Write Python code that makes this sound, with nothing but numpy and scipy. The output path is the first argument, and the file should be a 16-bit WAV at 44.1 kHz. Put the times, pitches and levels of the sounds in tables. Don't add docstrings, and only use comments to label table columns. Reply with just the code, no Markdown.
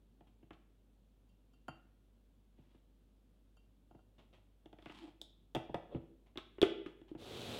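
import sys
import numpy as np
from scipy import signal
from scipy.fft import rfft, irfft
from scipy.io import wavfile

SR = 44100
rng = np.random.default_rng(int(sys.argv[2]) if len(sys.argv) > 2 else 0)


def master_out(mix):
    frames = np.transpose(np.atleast_2d(mix))
    ceiling = np.clip(frames, -1, 1)
    pcm = np.round(ceiling * 32767).astype(np.int16)
    wavfile.write(sys.argv[1], SR, pcm)


N = 334719
TIME = np.arange(N) / SR


def from_db(db):
    return 10 ** (np.asarray(db) / 20)


def at_hz(points, hz):
    known_hz, values = np.transpose(points)
    return np.interp(np.log(np.maximum(hz, 1)), np.log(known_hz), values)


def coloured(x, spectrum):
    hz = np.arange(len(x) // 2 + 1) * SR / len(x) + 1e-9
    skirts = np.minimum(1, hz / spectrum[0][0]) ** 2 * np.minimum(1, spectrum[-1][0] / hz) ** 2
    shaped = irfft(rfft(x) * from_db(at_hz(spectrum, hz)) * skirts, len(x))
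    return shaped / np.sqrt(np.mean(shaped ** 2) + 1e-20)


def fade(t60_s, size=SR):
    return np.exp(-np.log(1000) * TIME[:size] / t60_s)


def swell(rise_s, size=SR):
    return 1 - np.exp(-TIME[:size] / rise_s)


def ring(modes, rise_s, detune=0):
    out = np.zeros(SR)
    for k, (hz, db, t60_s) in enumerate(modes):
        louder_db, sharper = rng.standard_normal(2)
        size = min(SR, int(2 * t60_s * SR) + 2)
        tone = np.sin(2 * np.pi * hz * (1 + detune * sharper) * TIME[:size])
        out[:size] += (-1) ** k * from_db(db + louder_db) * tone * fade(t60_s, size)
    out *= swell(rise_s)
    return out / np.abs(out).max()


def burst(spectrum, t60_s, rise_s, size=8192):
    out = coloured(rng.standard_normal(size), spectrum) * fade(t60_s, size) * swell(rise_s, size)
    return np.pad(out / np.abs(out).max(), (0, SR - size))


def friction(spectrum, slips_per_s, spread_db):
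    slips = (rng.random(N) < slips_per_s / SR) * rng.standard_normal(N)
    boost_db = spread_db * np.minimum(rng.exponential(1, N), 4)
    return coloured(slips * from_db(boost_db), spectrum)


def stroke(start_s, attack_s, hold_s, release_s, level_db):
    corners_s = start_s + np.cumsum([0, attack_s, hold_s, release_s])
    return from_db(level_db) * np.interp(TIME, corners_s, [0, 1, 1, 0])


def add(track, start_s, sound):
    start = int(start_s * SR)
    track[start:start + len(sound)] += sound[:N - start]


# pitch_hz, rms_db
MAINS_HUM = [(49.5, -68.5), (100, -82)]
# freq_hz, density_db
AIR_SPECTRUM = [(25, -25.5), (50, -6.5), (70, -10), (105, -3), (130, -9), (200, -4.5), (260, -5),
                (330, -12), (520, -16.5), (800, -24), (2000, -34), (3400, -30.5), (5000, -39), (14500, -41)]


def background(air_db=-73.5):
    hum = sum(from_db(db) * np.sqrt(2) * np.sin(2 * np.pi * (hz * TIME + rng.random()))
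              for hz, db in MAINS_HUM)
    return hum + from_db(air_db) * coloured(rng.standard_normal(N), AIR_SPECTRUM)


PART_RESPONSE = {"thud": (-4, -37, -28), "hollow": (4, -31, 14), "board": (-5.5, -1, -38),
                 "chink": (-17, 47, 19), "tick": (-36.5, 66, 10)}


def part_gains(force_db, hardness, spot):
    return {part: from_db(force_db + db + hard_db * (hardness - .5) + middle_db * (spot - .5))
            for part, (db, hard_db, middle_db) in PART_RESPONSE.items()}


TRAY_CONTACTS = [(0.208, -58, .62, .32, -9), (0.429, -68, .24, .35, 1), (0.507, -49, .65, .43, 0),
                 (1.682, -57, .26, .2, 11), (2.587, -74, .06, .23, -6), (2.747, -66, .41, .34, -6),
                 (3.911, -60, .55, .29, -20), (3.948, -61, .36, .28, -12), (4.658, -49, .69, .52, -13),
                 (4.729, -50, .69, .42, -10), (4.787, -54, .71, .44, -3), (4.824, -56, .78, .6, -6),
                 (4.859, -48, .58, .36, 5), (4.897, -47, .69, .52, 2), (5.215, -44, .99, .6, -18),
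                 (5.549, -29.5, .81, .43, -9.5), (5.556, -35.5, .79, .35, -8), (5.564, -31.5, .64, .38, -8),
                 (5.695, -46, .52, .33, -20), (5.744, -31, .73, .29, -7), (5.947, -48.5, .1, .27, -4),
                 (5.962, -59, .05, .34, -2), (6.357, -50, .57, .48, -7), (6.374, -40, .82, .93, 1.5),
                 (6.382, -41.5, .72, .61, -3), (6.583, -47.5, .5, .57, -5), (6.616, -23, .79, .77, -9),
                 (6.628, -17.5, .62, .74, -9.5), (6.861, -42.5, .6, .67, -3), (7.015, -53, .58, .59, -8),
                 (7.114, -51.5, .39, .84, -30), (7.15, -49, .42, .45, -10)]
# pitch_hz, level_db, t60_s
COUNTER_MODES = [(81.3, -8, 0.16), (123.8, -7, 0.19), (156, -2.5, 0.11), (200, -1.5, 0.065),
                 (253.6, -2.5, 0.089)]
BOARD_MODES = [(466, -6.5, 0.15), (502.6, -6, 0.063), (593, 6, 0.027), (676, 2.5, 0.064), (764, 8, 0.024),
               (924, -0.5, 0.037), (1046, -13.5, 0.039)]
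CHINK_MODES = [(2830, -12, .007), (3180, 0, .009), (3460, -3, .007), (4180, -13, .004)]
# freq_hz, density_db
CLACK_SPECTRUM = [(700, -41), (1100, 1.5), (1300, -2), (1700, -2.5), (2400, -4), (2900, -1), (4000, -34.5)]
TICK_SPECTRUM = [(3500, -29), (5000, 7), (7000, -2), (10000, -4.5), (15000, -9)]
LANDING_S = 6.628


def tray_knocks(lag_s=.0014, rattle_db=-2, chink_span_octaves=.3):
    free_hz, pressed_hz, press_s, pressed_thud_db = 317, 380, .15, -9
    out = np.zeros(N)
    for start_s, force_db, hardness, spot, clack_db in TRAY_CONTACTS:
        gain = part_gains(force_db, hardness, spot)
        load = np.exp(-((start_s - LANDING_S) / press_s) ** 2)
        thud_gain = gain["thud"] * from_db(load * pressed_thud_db)
        thud = thud_gain * ring(COUNTER_MODES, rise_s=.0016, detune=.035)
        hollow_hz = free_hz + load * (pressed_hz - free_hz)
        hollow = gain["hollow"] * ring([(hollow_hz, 0, .042)], rise_s=.0005)
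        board = gain["board"] * ring(BOARD_MODES, rise_s=.00027, detune=.037)
        clack = from_db(force_db + clack_db) * burst(CLACK_SPECTRUM, t60_s=.056, rise_s=.000072)
        pitch_ratio = 2 ** (chink_span_octaves * (hardness - .5))
        chink_modes = [(hz * pitch_ratio, db, t60_s) for hz, db, t60_s in CHINK_MODES]
        chink = gain["chink"] * ring(chink_modes, rise_s=.0001, detune=.011)
        crack = burst(TICK_SPECTRUM, t60_s=.0022, rise_s=.0001)
        rattle = from_db(rattle_db) * burst(TICK_SPECTRUM, t60_s=.024, rise_s=.00083)
        add(out, start_s, board + clack + chink + gain["tick"] * (crack + rattle))
        add(out, start_s + lag_s, thud + hollow)
    return out


# pitch_hz, resonance_gain_db, t60_s
HOLLOW_MODES = [(308, 0, 0.22), (331.6, 6, 0.47), (398, 0, 0.53)]


def tray_hum(knocks):
    response = 0
    for hz, db, t60_s in HOLLOW_MODES:
        decay = fade(t60_s)
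        response += from_db(db) * 2 * np.cos(2 * np.pi * hz * TIME[:SR]) * decay / decay.sum()
    return signal.fftconvolve(knocks, response)[:N]


# start_s, level_db, t60_s
BRUSH_TOUCHES = [(0.269, -68, 0.11), (0.529, -56, 0.06), (2.58, -76, 0.35), (4.181, -62, 0.24),
                 (4.328, -62, 0.24), (6.261, -67.5, 0.15), (6.858, -58.5, 0.25), (7.079, -63, 0.19)]
# freq_hz, density_db
BRUSH_SPECTRUM = [(150, 7), (400, 1), (900, -3), (1600, -12), (3300, -6.5), (4800, -23), (8000, -32),
                  (15000, -44)]


def finger_brushes():
    pressure = np.zeros(N)
    for start_s, db, t60_s in BRUSH_TOUCHES:
        add(pressure, start_s, from_db(db) * fade(t60_s) * swell(rise_s=.002))
    return pressure * friction(BRUSH_SPECTRUM, slips_per_s=9000, spread_db=1.4)


# start_s, base_db, wall_db
GLASS_TOUCHES = [(1.291, -88, -75), (1.535, -70, -72), (1.6825, -35.5, -52), (3.568, -65, -68.5),
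                 (3.909, -64, -81), (3.949, -70, -82), (3.989, -63.5, -80)]
# pitch_hz, level_db, t60_s
BASE_MODES = [(327, -6, 0.15), (530, -6.5, 0.05), (630, -5.5, 0.078), (742, 2.5, 0.041), (843, -9, 0.036),
              (908, -5.5, 0.069), (1070, -5, 0.062), (1206, -3.5, 0.035), (1273, -2.5, .045),
              (1408, -1.5, 0.096), (1620, -11.5, .06)]
WALL_MODES = [(2735, -3, .34), (2778, 0, .27), (2880, -7, .26), (3122, -1.5, .27), (4597, -4, .19),
              (4660, -8, .12)]
WALL_HIGH_MODES = [(7025, -5.5, 0.083), (9860, -12, 0.055), (10270, -13, 0.074), (12950, -18, 0.044)]


def glass_clinks(tick_re_wall_db=-4, high_re_wall_db=-7.5):
    out = np.zeros(N)
    for start_s, base_db, wall_db in GLASS_TOUCHES:
        tick = from_db(tick_re_wall_db) * burst(TICK_SPECTRUM, t60_s=.008, rise_s=.0001)
        wall = ring(WALL_MODES, rise_s=.00026)
        high = from_db(high_re_wall_db) * ring(WALL_HIGH_MODES, rise_s=.00027)
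        base = from_db(base_db) * ring(BASE_MODES, rise_s=.0001)
        add(out, start_s, base + from_db(wall_db) * (tick + wall + high))
    return out


# start_s, attack_s, hold_s, release_s, level_db
SCUFF_MOVES = [(2.53, .2, .03, .06, -80.5), (4.78, .2, .03, .125, -61)]
DRAG_MOVE = (5.005, .042, .03, .025, -50)
SKID_MOVE = (5.885, .065, .02, .015, -51)
# freq_hz, density_db
SCUFF_SPECTRUM = [(120, -47), (200, -1), (357, -5), (560, -40), (880, -8), (1460, -18.5), (1630, -19),
                  (3290, -13), (6300, -33), (8120, -33.5), (15000, -49)]
DRAG_SPECTRUM = [(150, -37), (270, 3.5), (325, 14.5), (390, -16), (520, -13), (730, -8), (1200, -27)]
SKID_SPECTRUM = [(300, 0), (520, 6), (690, -4), (850, -10.5), (1200, -16), (2200, -35), (3400, -20),
                 (5000, -48)]


def plate_rubbing():
    scuff_gain = sum(stroke(*move) for move in SCUFF_MOVES)
    scuffs = scuff_gain * friction(SCUFF_SPECTRUM, slips_per_s=2600, spread_db=2.5)
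    drag = stroke(*DRAG_MOVE) * friction(DRAG_SPECTRUM, slips_per_s=1000, spread_db=2.5)
    skid = stroke(*SKID_MOVE) * friction(SKID_SPECTRUM, slips_per_s=1500, spread_db=.5)
    return scuffs + drag + skid


# pitch_hz, level_db, t60_s
PLATE_MODES = [(856, 0, 0.65), (1263, -14, 0.17), (2004, -6, 0.82), (3000, 3, 0.63), (3270, 1, .6),
               (3340, -3, 0.8), (3450, 3, 0.3), (3510, -6, 0.32), (3550, -4, .45)]


def plate_ring(peak_db=-44.5):
    out = np.zeros(N)
    add(out, LANDING_S, from_db(peak_db) * ring(PLATE_MODES, rise_s=.0051))
    return out


# freq_hz, density_db
SLIDE_SPECTRUM = [(35, -45), (60, -13), (120, -1.5), (187, -11), (231, -1), (298, -8.5), (453, -1.5),
                  (509, -7), (721, -11.5), (1100, -20.5), (1230, -17), (1830, -23.5), (3580, -13),
                  (5200, -26.5), (15500, -39)]


def tray_slide(start_s=7.176, speed_up_s=.34, full_speed_db=-45.8, speed_power=.58):
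    speed = np.clip((TIME - start_s) / speed_up_s, 0, 1)
    gain = from_db(full_speed_db) * speed ** speed_power
    return gain * friction(SLIDE_SPECTRUM, slips_per_s=14000, spread_db=1.3)


# freq_hz, t60_s
ECHO_DECAY = [(100, 0.3), (350, 0.82), (1000, 0.36), (2000, .64), (4000, .46), (8000, .27), (14000, .4)]
# freq_hz, level_db
ECHO_LEVEL = [(100, -12), (350, -10.5), (800, -4.5), (1800, -6), (3400, -8.5), (7000, -3.5), (14000, -18.5)]


def kitchen_echoes(x, first_s=.0039, build_s=.0026, lowest_band_hz=62.5):
    hz = np.arange(SR // 2 + 1)
    octave = np.log2(np.maximum(hz, 1) / lowest_band_hz)
    white = rfft(rng.standard_normal(SR))
    onset = np.clip((TIME[:SR] - first_s) / build_s, 0, 1)
    tail = 0
    for k in range(9):
        centre_hz = lowest_band_hz * 2 ** k
        decay = fade(at_hz(ECHO_DECAY, centre_hz)) * onset
        band = irfft(white * np.maximum(0, 1 - np.abs(octave - k)), SR)
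        tail += band * decay / np.linalg.norm(decay) * from_db(at_hz(ECHO_LEVEL, centre_hz))
    return signal.fftconvolve(x, tail)[:N]


def scene(ringing_send_db=-6):
    knocks = tray_knocks()
    wood = knocks + plate_rubbing() + tray_slide() + finger_brushes()
    ringing = glass_clinks() + plate_ring()
    echoes = kitchen_echoes(wood + from_db(ringing_send_db) * ringing)
    return (wood + tray_hum(knocks) + ringing + echoes + background())[None]


def record(dry):
    cutoff_hz = 15800
    return signal.sosfilt(signal.ellip(10, .1, 80, cutoff_hz, fs=SR, output="sos"), dry)


dry = scene()
out = record(dry)
master_out(out)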